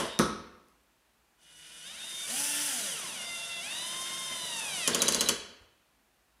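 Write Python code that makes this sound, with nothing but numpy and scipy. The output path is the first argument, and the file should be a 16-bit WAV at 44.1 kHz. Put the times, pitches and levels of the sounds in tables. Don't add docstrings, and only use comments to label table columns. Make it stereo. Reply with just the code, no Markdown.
import sys
import numpy as np
from scipy import signal
from scipy.fft import rfft, irfft
from scipy.io import wavfile
from scipy.ndimage import uniform_filter1d

SR = 44100
rng = np.random.default_rng(int(sys.argv[2]) if len(sys.argv) > 2 else 0)


def to_linear_factor(level_db):
    exponent = np.asarray(level_db, float) / 20
    return 10 ** exponent


def waveform_to_disk(signal):
    frames = np.transpose(np.atleast_2d(signal))
    scaled = np.clip(frames, -1, 1) * 32767
    samples = np.round(scaled).astype(np.int16)
    wavfile.write(sys.argv[1], SR, samples)


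N = 282240

START_S, SLIP_S, STOP_S = 1.37, 4.875, 5.325
TOUCH_S = 2.97
MESH_PER_TURN = 9.32
TOP_HZ = 16300


def motor():
    t = np.arange(N) / SR
    speed, load = shaft_speed()
    law = levels(speed, load)
    swell = np.where(t < 1, 1, np.clip(t - START_S, 0, 1) ** 0.84)
    speed = speed * (1 + .0008 * drift(25))
    turns = np.cumsum(speed) / SR
    mesh_db, shaft_db = stage_levels()
    tones = gear_mesh(turns, speed, mesh_db + law["mesh"], law["sharp"], law["planets"])
    tones += commutator(turns, speed, shaft_db + law["commutator"], law["upper"])
    segments = np.cos(6 * np.pi * turns)
    whine = controller_whine(load, segments)
    noise = motor_noise(turns, segments, law)
    return swell * tones, swell * whine, swell * noise


# start in seconds, goal speed in turns/s, lag of the drift toward it in seconds.
TRIGGER_MOVES = [
    (1.831, 419, 2.225),
    (1.94, 133.5, .165),
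    (2.271, 294.4, .048),
    (2.664, -883.2, 2.218),
    (2.963, 1.13, .347),
    (3.164, 73.9, .032),
    (3.238, 68.45, .987),
    (3.606, 114.3, .124),
]


def shaft_speed():
    creep_turns_per_s, bite_s, bite_loss_turns_per_s = 52.4, 4.087, 50
    t, speed = np.arange(N) / SR, np.full(N, creep_turns_per_s)
    for s, goal, lag_s in TRIGGER_MOVES:
        i = round(s * SR)
        speed[i:] = goal + (speed[i] - goal) * np.exp(-(t[i:] - s) / lag_s)
    load = np.clip((t - bite_s) / (SLIP_S - bite_s), 0, 1) ** 2.29
    return speed - bite_loss_turns_per_s * load, load


LEVEL_LAWS = {"mesh": (1, 2, 5.5, -4.5), "sharp": (-0.5, -0.16, 0.38, -0.17),
              "planets": (-1.2, -13, -0.5, 5.5), "commutator": (-0.5, 1, -7, 0), "upper": (-18, 39, 4.5, 1),
              "rumble": (-55.5, 7.5, 5.5, -2.5), "rattle": (-42.5, 14.5, 0, 3.5),
              "hiss": (-42.5, 18, 6, 0.7), "air": (-62, 39.5, 4, 5)}


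def levels(speed, load):
    creep_below = 62
    creep = np.clip((creep_below + 8 - speed) / 16, 0, 1) * (load == 0)
    law = {}
    for name, (db, slope_db, load_db, creep_db) in LEVEL_LAWS.items():
        law[name] = db + slope_db * np.log10(speed / 110) + load_db * load + creep_db * creep
    return law


# gear mesh in dB, commutator in dB.
STAGE_LEVELS = [
    (-54.5, -60),
    (-51, -60),
    (-51, -67.5),
    (-45, -50.5),
    (-47.5, -53),
    (-50.5, -61),
    (-47, -69),
    (-48, -64.5),
    (-47.5, -62.5),
]


def stage_levels():
    stage = np.searchsorted(np.array(TRIGGER_MOVES)[:, 0], np.arange(N) / SR)
    return uniform_filter1d(np.array(STAGE_LEVELS, float)[stage].T, size=2500)


# frequency in Hz, level in dB.
HOUSING_RESPONSE = [(700, -15), (1050, -7), (1450, -9), (2000, -6), (2750, 2), (3150, 1), (3450, -3),
                    (3980, 1), (4150, -13), (4550, -5), (6300, -8), (7200, -13), (9700, -9), (13000, -28)]


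def gear_mesh(turns, speed, mesh_db, sharp_db, planets_db):
    mesh_hz = MESH_PER_TURN * speed
    free_db = -9 * gate(TRIGGER_MOVES[0][0], TOUCH_S, edge_s=.05)
    mesh_orders = []
    for k in range(1, 17):
        housing_db = at_hz(HOUSING_RESPONSE, k * mesh_hz[::32]).repeat(32) - 99 * (k * mesh_hz > TOP_HZ)
        db = mesh_db + housing_db + sharp_db * (k - 4) + planets_db * (k % 3 == 0)
        db = db + free_db * (k == 1) - 2 * (k == 2)
        mesh_orders.append((k, db))
    return orders(MESH_PER_TURN * turns, mesh_orders, flicker_db=1.8, flicker_hz=20)


# multiple of shaft speed, level in dB.
SHAFT_TONES = [(1, 0), (2, -12), (3, 0), (6, -6), (9, -5), (12, -3), (18, -5), (19, 1), (21, -4), (25, -3),
               (27, -3), (28, 4), (30, 6), (31, 4), (33, 2), (34, -1), (35, -2), (36, 8), (37, -4),
               (38, -5), (40, -4), (41, -7), (43, -10), (45, -9), (46, -10), (48, -13), (50, -13),
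               (52, -15)]


def commutator(turns, speed, shaft_db, upper_db):
    shaft_orders = []
    for k, db in SHAFT_TONES:
        small_body_db = 40 * np.log10(np.minimum(k * speed / 215, 1))
        shaft_orders.append((k, shaft_db + db + upper_db * (k > 12) + small_body_db))
    return orders(turns, shaft_orders, flicker_db=1.3, flicker_hz=10)


def orders(turns, levels_db, flicker_db, flicker_hz):
    out, on = np.zeros(N), slice(round(START_S * SR), round(SLIP_S * SR))
    for k, db in levels_db:
        gain = to_linear_factor((db + flicker_db * drift(flicker_hz))[on])
        out[on] += np.sqrt(2) * gain * np.sin(2 * np.pi * (k * turns[on] + rng.random()))
    return out


# on in seconds, off in seconds, level in dB.
CHOPPER_RUNS = [
    (0.093, 0.21, -51),
    (1.391, 1.846, -56),
    (1.854, 1.928, -45),
    (1.985, 2.264, -43.5),
    (3.228, 3.612, -47.5),
    (3.7, 4.873, -45),
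]
# Hz at on, Hz at off.
CHOPPER_PITCH = [
    (3700, 3720),
    (3600, 3605),
    (3665, 3670),
    (3685, 3620),
    (3644, 3644),
    (3644, 3646),
]


def controller_whine(load, segments):
    moments, gain = [s for row in CHOPPER_RUNS for s in row[:2]], np.zeros(N)
    for on_s, off_s, db in CHOPPER_RUNS:
        gain += to_linear_factor(db) * gate(on_s, off_s, edge_s=0.01)
    gain = gain * to_linear_factor(-8.5 * load)
    hz = 78 * load ** 2 + np.interp(np.arange(N) / SR, moments, np.ravel(CHOPPER_PITCH))
    phase = 2 * np.pi * np.cumsum(hz) / SR
    wave = np.sin(phase) * (1 + .16 * segments) + to_linear_factor(-19) * np.sin(2 * phase)
    return np.sqrt(2) * wave * gain * to_linear_factor(1.5 + 1.2 * drift(20))


# frequency in Hz, dB per Hz.
RUMBLE_SPECTRUM = [(24, -49.5), (40, -21.5), (214, -2.5), (258, -9.5), (436, -10), (675, -2.5),
                   (792, -10.5), (1010, -4), (1120, -8.5), (1300, -8), (1690, -38), (2860, -120)]
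RATTLE_SPECTRUM = [(710, -62), (1200, -26), (1370, -6.5), (2550, -9.5), (2870, -2.5), (3470, -3.5),
                   (3530, -6.5), (4140, -12.5), (5200, -8), (6760, -35.5), (11400, -120)]
HISS_SPECTRUM = [(2820, -30.5), (4800, -3), (5500, -4.5), (6260, 2.5), (7020, 0), (9470, 3), (10900, 0),
                 (11600, -4.5), (15100, -32.5), (22000, -120)]
AIR_SPECTRUM = [(6760, -34.5), (11500, 0), (12600, -2.5), (15200, -6), (15600, -13), (16200, -36)]
# frequency in Hz, width in Hz, level in dB.
BRUSH_HOLDER = [(5900, 120, 4), (9700, 250, 0)]
SLIP_NOISE_DB = (-45.5, -38, -46, -57.5)
EARLIER_NOISE_DB = (-33, -34, -40.5, -75.5)
EARLIER_NOISE_FALL = (170, 75, 135.2, 25)


def motor_noise(turns, segments, law):
    t = np.arange(N) / SR
    driven, slipping = gate(START_S, SLIP_S + .02), gate(SLIP_S, STOP_S + .01)
    earlier = gate(-1, .2, edge_s=.05)
    gains = []
    for name, slip_db, db, fall_db in zip(("rumble", "rattle", "hiss", "air"), SLIP_NOISE_DB,
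                                          EARLIER_NOISE_DB, EARLIER_NOISE_FALL):
        gains.append(driven * to_linear_factor(law[name]) + slipping * to_linear_factor(slip_db) + earlier * to_linear_factor(db - fall_db * t))
    rumble_gain, rattle_gain, hiss_gain, air_gain = gains
    white = rng.standard_normal((3, N))
    teeth = 1 + 0.7 * np.cos(2 * np.pi * MESH_PER_TURN * turns)
    sparks = 1 + 0.13 * segments
    touch_db = 3 * gate(TOUCH_S, SLIP_S, edge_s=0.091)
    rumble = rumble_gain * to_linear_factor(touch_db + 2.0 * drift(33)) * coloured(white[0], RUMBLE_SPECTRUM)
    rattle = rattle_gain * to_linear_factor(-2.5 + 1.3 * drift(21)) * coloured(white[1] * teeth, RATTLE_SPECTRUM)
    hiss = hiss_gain * to_linear_factor(1.1 * drift(30)) * coloured(white[2] * sparks, HISS_SPECTRUM)
    hiss = hiss + sum(to_linear_factor(db) * resonance(hiss, hz, width_hz) for hz, width_hz, db in BRUSH_HOLDER)
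    air = air_gain * coloured(white[0] * sparks, AIR_SPECTRUM)
    return rumble + rattle + hiss + air


# start in seconds, crack peak in dB, door thud in dB, bounce delay in seconds, bounce in dB.
CLUTCH_TEETH = [(.002, -26.5, -22, 0.0074, -10), (4.8756, -9.5, -19.5, 0.0041, -2.5),
                (4.9466, -10, -20.5, 0.0047, -1.5), (4.9913, -26.5, -34, .004, -6),
                (5.019, -10, -21.5, 0.004, 0), (5.059, -23, -44, 0.0033, -16),
                (5.082, -10.5, -21, 0.0041, 1.5), (5.1223, -16, -35.5, 0.0017, -17.5),
                (5.1464, -10, -24, 0.0066, -15.5), (5.2082, -9.5, -22.5, 0.0059, -4),
                (5.261, -49.5, -32.5, 0.005, -3.5), (5.2876, -10.5, -21, 0.0044, 1.5)]
# frequency in Hz, width in Hz, level in dB.
CLUTCH_MODES = [(3300, 200, 0), (3067, 58, 2), (4630, 600, -5), (9450, 830, -1)]
# start in seconds, length in seconds, start Hz, end Hz, level in dB.
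GEAR_STRAIN = [
    (4.928, .015, 4600, 4300, -33),
    (4.93, .014, 3700, 3400, -33),
    (4.999, .019, 4200, 3680, -27),
    (5.067, .015, 4200, 3720, -26),
    (5.131, .015, 4200, 3920, -29),
    (5.192, .014, 4250, 3820, -27),
    (5.259, .009, 4050, 3950, -29),
    (5.269, .011, 4050, 3900, -29),
]


def clutch():
    cracks, blows = np.zeros(N), np.full(N, 1e-18)
    lowpass = signal.butter(2, 11500, fs=SR, output="sos")
    for s, db, thud_db, bounce_s, bounce_db in CLUTCH_TEETH:
        hit = np.zeros(N // 40)
        add(hit, 0, crack(decay_s=.0024))
        add(hit, bounce_s, to_linear_factor(bounce_db - 2.5) * crack(decay_s=.003))
        add(hit, .002, to_linear_factor(-15) * burst(rise_s=0.0016, decay_s=0.011))
        ring = to_linear_factor(1.0) * resonance(hit, 6470, 2000)
        ring += sum(to_linear_factor(mode_db) * resonance(hit, hz, width_hz) for hz, width_hz, mode_db in CLUTCH_MODES)
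        ring = signal.sosfilt(lowpass, ring)
        add(cracks, s - .0004, to_linear_factor(db) * ring / np.abs(ring).max())
        add(blows, s + 0.0033, to_linear_factor(thud_db) * push(length_s=0.00042))
    for s, length_s, start_hz, end_hz, db in GEAR_STRAIN:
        hz = np.linspace(start_hz, end_hz, round(length_s * SR))
        groan = np.hanning(len(hz)) ** 0.78 * np.sin(2 * np.pi * np.cumsum(hz) / SR)
        add(cracks, s, to_linear_factor(db) * groan)
    return cracks, blows


def crack(decay_s):
    x = .7 * burst(rise_s=.0006, decay_s=decay_s)
    x[round(.0013 * SR)] += .8
    return x


# start in seconds, crack in dB, panel blow in dB.
DOOR_KNOCKS = [
    (0.19, -5, -15),
    (0.1955, -16, -3),
    (0.292, -50, -20),
]
# start in seconds, tick in dB, low bump in dB.
HANDLING_TICKS = [
    (.6844, -43, -94),
    (5.365, -36, -78),
    (.53, -66, -61),
    (.835, -54, -77.5),
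    (5.603, -56, -55),
    (5.62, -50, -63),
    (5.893, -59, -90),
    (6.18, -64.5, -85.5),
]


def knocks():
    cracks, blows = np.zeros(N), np.zeros(N)
    bump = np.hanning(1300) * np.sin(2 * np.pi * 75 * np.arange(1300) / SR)
    for s, crack_db, panel_db in DOOR_KNOCKS:
        add(cracks, s, to_linear_factor(crack_db) * resonance(burst(rise_s=0.0001, decay_s=0.0013), 4000, 13000))
        add(blows, s, to_linear_factor(panel_db) * push(length_s=0.00015))
    for s, tick_db, bump_db in HANDLING_TICKS:
        add(cracks, s, to_linear_factor(tick_db) * resonance(burst(rise_s=0.00018, decay_s=0.0014), 11000, 7000))
        add(cracks, s, to_linear_factor(bump_db) * bump)
    return signal.sosfilt(signal.butter(2, 11000, fs=SR, output="sos"), cracks), blows


DOOR_MODES = {"knock": [(66.4, 31, -18, 0.7), (202, 180, 0, 0.28), (294, 20, -16, 0.64),
              (350, 48, -20.5, 0.45), (500, 31, -0.5, 0.17), (553, 270, -26.5, 0.25),
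              (1026, 190, -9.5, 0.27), (1148, 420, -6, 0.32), (1280, 220, -7, 0.48),
              (450, 980, 6.5, 0.021)], "clutch": [(64.3, 40, -20.5, 0.68), (151, 77, -8, .2),
              (214, 29, -5, .16), (320, 190, -2, 0.29), (470, 49, -4, 0.22), (1049, 110, 0, 0.11),
              (1343, 800, -2.5, 0.27), (2000, 190, -4, 0.23), (503, 1300, -8, 0.047)]}


def door_panel(blows, striker):
    t, answer = np.arange(SR) / SR, 0
    for hz, width_hz, db, t60_s in DOOR_MODES[striker]:
        band = resonance(resonance(rng.standard_normal(SR), hz, width_hz), hz, 2 * width_hz)
        answer = answer + to_linear_factor(db - 60 * t / t60_s) * rms_one(band)
    return signal.fftconvolve(blows, to_linear_factor(-30.5) * answer)[:N]


# frequency in Hz, T60 in seconds.
WORKSHOP_T60 = [(60, 0.3), (260, 0.82), (700, 0.88), (1800, 0.85), (4800, 0.54), (10000, 0.32),
                (16000, 0.11)]


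def workshop(x):
    t, tail = np.arange(SR) / SR, 0
    edges_hz = 40 * 2 ** np.arange(0, 9.1, 1)
    for low, high in zip(edges_hz, edges_hz[1:]):
        octave = signal.butter(2, [low, high], "band", fs=SR, output="sos")
        band = signal.sosfilt(octave, rng.standard_normal(SR))
        tail = tail + band * to_linear_factor(-60 * t / at_hz(WORKSHOP_T60, np.sqrt(low * high)))
    tail = tail * np.clip((t - .004) / 0.0015, 0, 1)
    return signal.fftconvolve(x, tail / np.sqrt(np.sum(tail ** 2)))[:N]


# frequency in Hz, dB per Hz.
FLOOR_SPECTRUM = [(18, -43.5), (30, -19.5), (55, 5.5), (75, -11), (118, -11.5), (222, -6.5), (503, -11.5),
                  (830, -8.5), (1140, -10.5), (1980, -12.5), (2140, -15), (2380, -13), (4850, -19.5),
                  (11900, -22), (16300, -26)]


def background():
    return to_linear_factor(-70) * coloured(rng.standard_normal(N), FLOOR_SPECTRUM)


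def at_hz(points, hz):
    points = np.array(points)
    return np.interp(np.log(np.maximum(hz, 1)), np.log(points[:, 0]), points[:, 1])


def rms_one(x):
    return x / np.sqrt(np.mean(x ** 2) + 1e-20)


def drift(rate_hz):
    r = np.exp(-64 * np.pi * rate_hz / SR)
    slow = signal.lfilter([1], [1, -2 * r, r * r], rng.standard_normal(N // 32 + 502))[500:]
    return np.interp(np.arange(N) / 32, np.arange(len(slow)), rms_one(slow - slow.mean()))


def coloured(x, spectrum):
    hz = np.arange(N // 2 + 1) * SR / N
    inside = (hz > spectrum[0][0]) & (hz < spectrum[-1][0])
    return rms_one(irfft(rfft(x) * to_linear_factor(at_hz(spectrum, hz)) * inside, N))


def resonance(x, hz, width_hz):
    r = np.exp(-np.pi * width_hz / SR)
    zeros = np.array([1, 0, -1]) * (1 - r * r) / 2
    return signal.lfilter(zeros, [1, -2 * r * np.cos(2 * np.pi * hz / SR), r * r], x)


def burst(rise_s, decay_s, size=1500):
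    t = np.arange(size) / SR
    x = rng.standard_normal(size) * (1 - np.exp(-t / rise_s)) * np.exp(-t / decay_s)
    return x / np.abs(x).max()


def push(length_s):
    return np.hanning(max(round(length_s * SR), 3))


def gate(on_s, off_s, edge_s=0.018):
    t = np.arange(N) / SR
    return np.clip(np.minimum(t - on_s, off_s - t) / edge_s, 1e-6, 1)


def add(out, s, x):
    i = round(s * SR)
    out[i:i + len(x)] += x[:N - i]


def scene():
    tones, whine, noise = motor()
    clutch_cracks, clutch_blows = clutch()
    knock_cracks, knock_blows = knocks()
    door = door_panel(clutch_blows, "clutch") + door_panel(knock_blows, "knock")
    to_room = to_linear_factor(-10) * tones + to_linear_factor(-10.5) * noise + to_linear_factor(-14) * door
    to_room += to_linear_factor(-8) * clutch_cracks + to_linear_factor(-1.5) * knock_cracks
    mid = to_linear_factor(-1.5) * (tones + whine + noise) + clutch_cracks + knock_cracks + door
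    mid = mid + workshop(to_room) + background()
    crack_band = signal.butter(6, [4000, 12000], "band", fs=SR, output="sos")
    scatter = signal.sosfilt(crack_band, clutch_cracks * rng.standard_normal(N))
    return mid + to_linear_factor(-17) * scatter * np.array([[1], [-1]])


def band_limit(x):
    return signal.sosfilt(signal.butter(12, 16480, fs=SR, output="sos"), x)


def record(dry):
    top_cut = signal.cheby2(12, 60, TOP_HZ + 300, fs=SR, output="sos")
    mix = signal.sosfilt(top_cut, dry)
    return band_limit(mix)


dry = scene()
out = record(dry)
waveform_to_disk(out)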